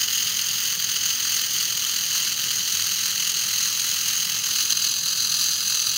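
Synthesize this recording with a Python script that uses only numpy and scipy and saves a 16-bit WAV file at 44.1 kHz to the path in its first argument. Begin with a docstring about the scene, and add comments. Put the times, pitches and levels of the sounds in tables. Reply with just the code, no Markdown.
"""A handheld laser welder runs along a steel seam, close by in a workshop where machines drone.
From the start the melt pool spits vapour about 340 times a second over the hiss of shielding gas,
pulsing as the beam wobbles across the seam 42 times a second. Nozzle and steel colour the sizzle;
it surges and sinks briefly as the pool boils up or falters. From 2.3 s the torch draws away and two
notches slide down. Between 4.3 and 5 s it comes into its end position and the sizzle turns hollow."""
import sys
import numpy as np
from scipy import signal
from scipy.fft import rfft, irfft
from scipy.io import wavfile
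from scipy.ndimage import uniform_filter1d

SR = 44100
rng = np.random.default_rng(int(sys.argv[2]) if len(sys.argv) > 2 else 0)


def wrap_up_sound(samples):
    """Save the sound to the file named by the first command line argument, as 16-bit audio."""
    columns = np.atleast_2d(samples).T
    # keep every value between -1 and 1, then stretch to whole-number steps
    tamed = np.clip(columns, -1, 1)
    steps = np.round(tamed * 32767).astype(np.int16)
    wavfile.write(sys.argv[1], SR, steps)


N = 263277
TIME = np.arange(N) / SR


def amp(db):
    """Decibels to gain."""
    return 10 ** (np.asarray(db) / 20)


def unit_rms(x):
    """Scales to rms 1."""
    return x / np.sqrt(np.mean(x ** 2) + 1e-20)


def spectrum_db(points, hz):
    """Interpolates a spectrum over log frequency."""
    point_hz, db = np.transpose(points)
    return np.interp(np.log(hz + 1), np.log(point_hz + 1), db)


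def band(hz, centre_hz, width_hz):
    """Bell of height 1, half as high at its edges."""
    return .5 ** (abs(2 * (hz - centre_hz) / width_hz) ** 1.94)


def wander(rate_hz):
    """Slow random drift of rms 1."""
    hz = np.fft.rfftfreq(N, 1 / SR)
    return unit_rms(irfft(rfft(rng.standard_normal(N)) / (1 + (hz / rate_hz) ** 2), N))


# Boiling over one beam sweep, at even steps. Each entry: relative level in dB.
SWEEP_BOIL_DB = [3.0, .4, -1.9, -1.5, -9.5, -3.4, 1.6, 3.0]

def beam_wobble(wobble_hz=42.0, start_cycles=.45, uneven_db=1.1):
    """Gain of the vapour: the beam's bite varies along each sweep and from sweep to sweep."""
    sweeps = wobble_hz * TIME + start_cycles
    steps = (np.arange(len(SWEEP_BOIL_DB)) + .5) / len(SWEEP_BOIL_DB)
    sweep_db = np.interp(sweeps, steps, SWEEP_BOIL_DB, period=1)
    bite_db = uneven_db * rng.standard_normal(4000)[np.round(sweeps).astype(int)]
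    return amp(sweep_db + bite_db)


def melt_pool(spits_per_s=340, jitter=.36, spread_db=0.5, rise_s=0.00055, gas_db=-2.5):
    """The vapour channel bursts at uneven intervals over an even hiss of shielding gas."""
    gap, size = rng.standard_normal((4000, 2)).T
    starts_s = np.cumsum(np.exp(jitter * gap - jitter ** 2 / 2)) / spits_per_s
    energy = np.bincount((starts_s * SR).astype(int), amp(spread_db * size) ** 2, N)[:N]
    age = TIME[:1024] / rise_s
    puff = age * np.exp(1 - age)
    spits = np.sqrt(abs(signal.oaconvolve(energy, puff ** 2)[:N]))
    choked_jet = np.tanh(unit_rms(spits))  # the narrow channel caps each burst
    vapour = unit_rms(choked_jet * beam_wobble()) * rng.standard_normal(N)
    gas = amp(gas_db) * rng.standard_normal(N)
    return unit_rms(vapour + gas)


# The pool boils up. Each row: peak time in seconds, half length in seconds, gain in dB.
POOL_SURGES = [(0.01, 0.05, 3), (.16, 0.054, 0.4), (1.102, 0.0063, 4), (1.552, 0.028, 3.5), (2.166, .02, 3),
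               (2.408, 0.0059, 2), (2.93, 0.0059, 1.5), (3.658, 0.031, 2.7), (4.594, 0.039, 3.5),
               (4.725, 0.017, 4.5), (4.85, 0.031, 2), (5.034, .006, 3), (5.429, 0.048, 3)]
# The pool falters. Each row: centre in seconds, half length in seconds, gain in dB.
POOL_LULLS = [(0.067, 0.022, -2.5), (0.778, .025, -3.2), (0.863, 0.019, -3.5), (0.993, 0.01, -5),
              (1.485, 0.014, -2.6), (1.747, .04, -2.1), (2.358, 0.023, -3), (3.333, 0.0075, -4),
              (4.414, 0.012, -0.3), (4.746, 0.015, -6), (5.02, 0.038, -3), (5.15, 0.013, -4)]

def boiling(base_db=-23.0, unrest_db=0.33, unrest_hz=3.4):
    """Gain of the sizzle: the hand-guided pool wavers, surges and sinks."""
    events_db = sum(db * np.exp(-((TIME - centre_s) / half_s) ** 2)
                    for centre_s, half_s, db in POOL_SURGES + POOL_LULLS)
    return amp(base_db + unrest_db * wander(unrest_hz) + events_db)


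# Broad colour of the sizzle. Each row: frequency in Hz, relative density in dB.
SIZZLE_SPECTRUM = [(60, -65.5), (250, -20), (650, -29.5), (950, -25.5), (1200, -14), (2000, -12),
                   (2350, -20.5), (3600, -18), (5400, -5.5), (7200, -13), (10000, -12.5), (12900, -14.5),
                   (13500, -22), (16000, -12)]
# Resonances and gaps of nozzle and steel. Each row: centre in Hz, width in Hz, lift in dB,
# change of lift in dB from start to end of the seam.
METAL_RESONANCES = [(2980, 1045, 16, -1.5), (3050, 210, 1.5, -5), (3580, 160, -1.5, -3),
                    (4042, 520, 10.5, 6), (4622, 764, 12, 5), (5300, 220, -4.5, -10), (6280, 800, 12, .7),
                    (6670, 380, 5, -3.5), (7900, 490, -3.5, 16), (9230, 430, 4.5, 5),
                    (11340, 515, 2.5, -6.9), (11800, 200, -2.5, 0), (12188, 363, -0.5, -11),
                    (14320, 920, 9, 3), (15200, 1100, 9, -7)]

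def metal_ring(x, taps=2048):
    """Nozzle and workpiece ring briefly after every burst."""
    hz = abs(np.fft.fftfreq(taps, 1 / SR))
    lift_db = sum(db * band(hz, centre, width) for centre, width, db, _ in METAL_RESONANCES)
    gain = amp(spectrum_db(SIZZLE_SPECTRUM, hz) + lift_db)
    minimum_phase = np.exp(np.conj(signal.hilbert(np.log(gain))))
    response = np.fft.ifft(minimum_phase).real
    return signal.oaconvolve(x, response / np.linalg.norm(response))[:N]


# Echoes off the steel. Each row: initial delay in ms, growth in ms per second, signed gain.
STEEL_ECHOES = [(0.186, 0.0036, -0.21), (0.353, .0132, -0.058), (.6, .039, 0.087)]

def steel_echoes(hz, t):
    """Comb response of echo paths that lengthen as the torch travels."""
    return 1 + sum(gain * np.exp(-2j * np.pi * hz / 1000 * (delay_ms + ms_per_s * t))
                   for delay_ms, ms_per_s, gain in STEEL_ECHOES)


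# Bands the echoes cancel most. Each row: initial centre in Hz, width in Hz, depth in dB.
ECHO_NOTCHES = [(7920, 190, 2), (10940, 420, 7)]
# Bands missing from the hollow sizzle. Each row: centre in Hz, width in Hz, depth in dB.
HOLLOW_NOTCHES = [(1975, 170, 16), (2320, 170, 12), (5490, 300, 7), (8290, 720, 12)]

def notches_db(hz, t, slide_start_s=2.34, slide_per_s=0.059, hollow_mid_s=4.63, fade_s=0.66):
    """Echo notches slide down as the torch draws away, then give way to the hollow ones."""
    slide = 1 - slide_per_s * np.maximum(t - slide_start_s, 0)
    echo_db = sum(db * band(hz, centre * slide, width) for centre, width, db in ECHO_NOTCHES)
    hollow_db = sum(db * band(hz, centre, width) for centre, width, db in HOLLOW_NOTCHES)
    hollow = np.clip((t - hollow_mid_s) / fade_s + .5, 0, 1)
    return (1 - hollow) * echo_db + hollow * hollow_db


# Approach to the torch's end position. 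Each row: time in seconds, progress from 0 to 1.
TORCH_PROGRESS = [(0, 0), (3.2, 0.38), (4.3, 0.35), (5.0, 0.97), (5.97, 1)]

def torch_travel(x, spray_hz=8500, spray_start_db=-2, spray_db_per_s=0.35, patchy_db=0.84):
    """The moving torch shifts resonance strengths and echoes; fine spray grows in the top octave."""
    frames = dict(nperseg=512, noverlap=384)
    hz, t, spectra = signal.stft(x, SR, **frames)
    hz = hz[:, None]
    progress = np.interp(t, *np.transpose(TORCH_PROGRESS))
    change_db = sum(db * band(hz, centre, width) for centre, width, _, db in METAL_RESONANCES)
    gain_db = change_db * (progress - progress.mean()) - notches_db(hz, t)
    gain_db += (spray_start_db + spray_db_per_s * t) * (hz > spray_hz)
    # the restless pool feeds the bands unevenly
    patches = uniform_filter1d(rng.standard_normal(gain_db.shape), size=7, axis=0)
    patches = uniform_filter1d(patches, size=4, axis=1)
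    gain_db += patchy_db * unit_rms(patches)
    return signal.istft(spectra * steel_echoes(hz, t) * amp(gain_db), SR, **frames)[1][:N]


# Drone of chiller and fans. Each row: frequency in Hz, relative density in dB.
DRONE_SPECTRUM = [(20, -21), (40, -21), (70, -13), (96, -1.5), (114, 2), (130, -7), (148, 0.5), (190, -2),
                  (270, -11), (420, -12), (650, -15.5), (2000, -12.5), (8000, -72)]
# Their tones. Each row: frequency in Hz, rms level in dB.
MACHINE_TONES = [(111.5, -76), (147, -70), (300, -75), (388, -67.5), (774, -72.5), (884, -67)]

def machines(drone_db=-48, waver_rad=0.98):
    """Chiller and fans: low air noise and a few wavering tones."""
    hz = np.fft.rfftfreq(N, 1 / SR)
    air = irfft(rfft(rng.standard_normal(N)) * amp(spectrum_db(DRONE_SPECTRUM, hz)), N)
    tones = sum(amp(db) * np.sqrt(2) * np.sin(2 * np.pi * f * TIME + waver_rad * wander(rate_hz=1.1))
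                for f, db in MACHINE_TONES)
    return amp(drone_db) * unit_rms(air) + tones


def workshop_reverb(x, t60_s=0.1, predelay_s=0.0055):
    """Diffuse tail from bench and walls."""
    t = TIME[:SR // 2]
    tail = rng.standard_normal(len(t)) * amp(-60 * t / t60_s) * (t > predelay_s)
    return signal.oaconvolve(x, tail / np.linalg.norm(tail))[:N]


def scene(room_db=-19):
    """The close weld, its reverberation and the machines, in mono."""
    sizzle = melt_pool() * boiling()
    weld = torch_travel(metal_ring(sizzle))
    return (weld + amp(room_db) * workshop_reverb(weld) + machines())[None]


def record(dry, cutoff_hz=15780):
    """Steep low-pass."""
    low_pass = signal.firwin(1023, cutoff_hz, window=("kaiser", 9), fs=SR)
    return signal.oaconvolve(dry, low_pass[None], "same", axes=1)


dry = scene()
out = record(dry)
wrap_up_sound(out)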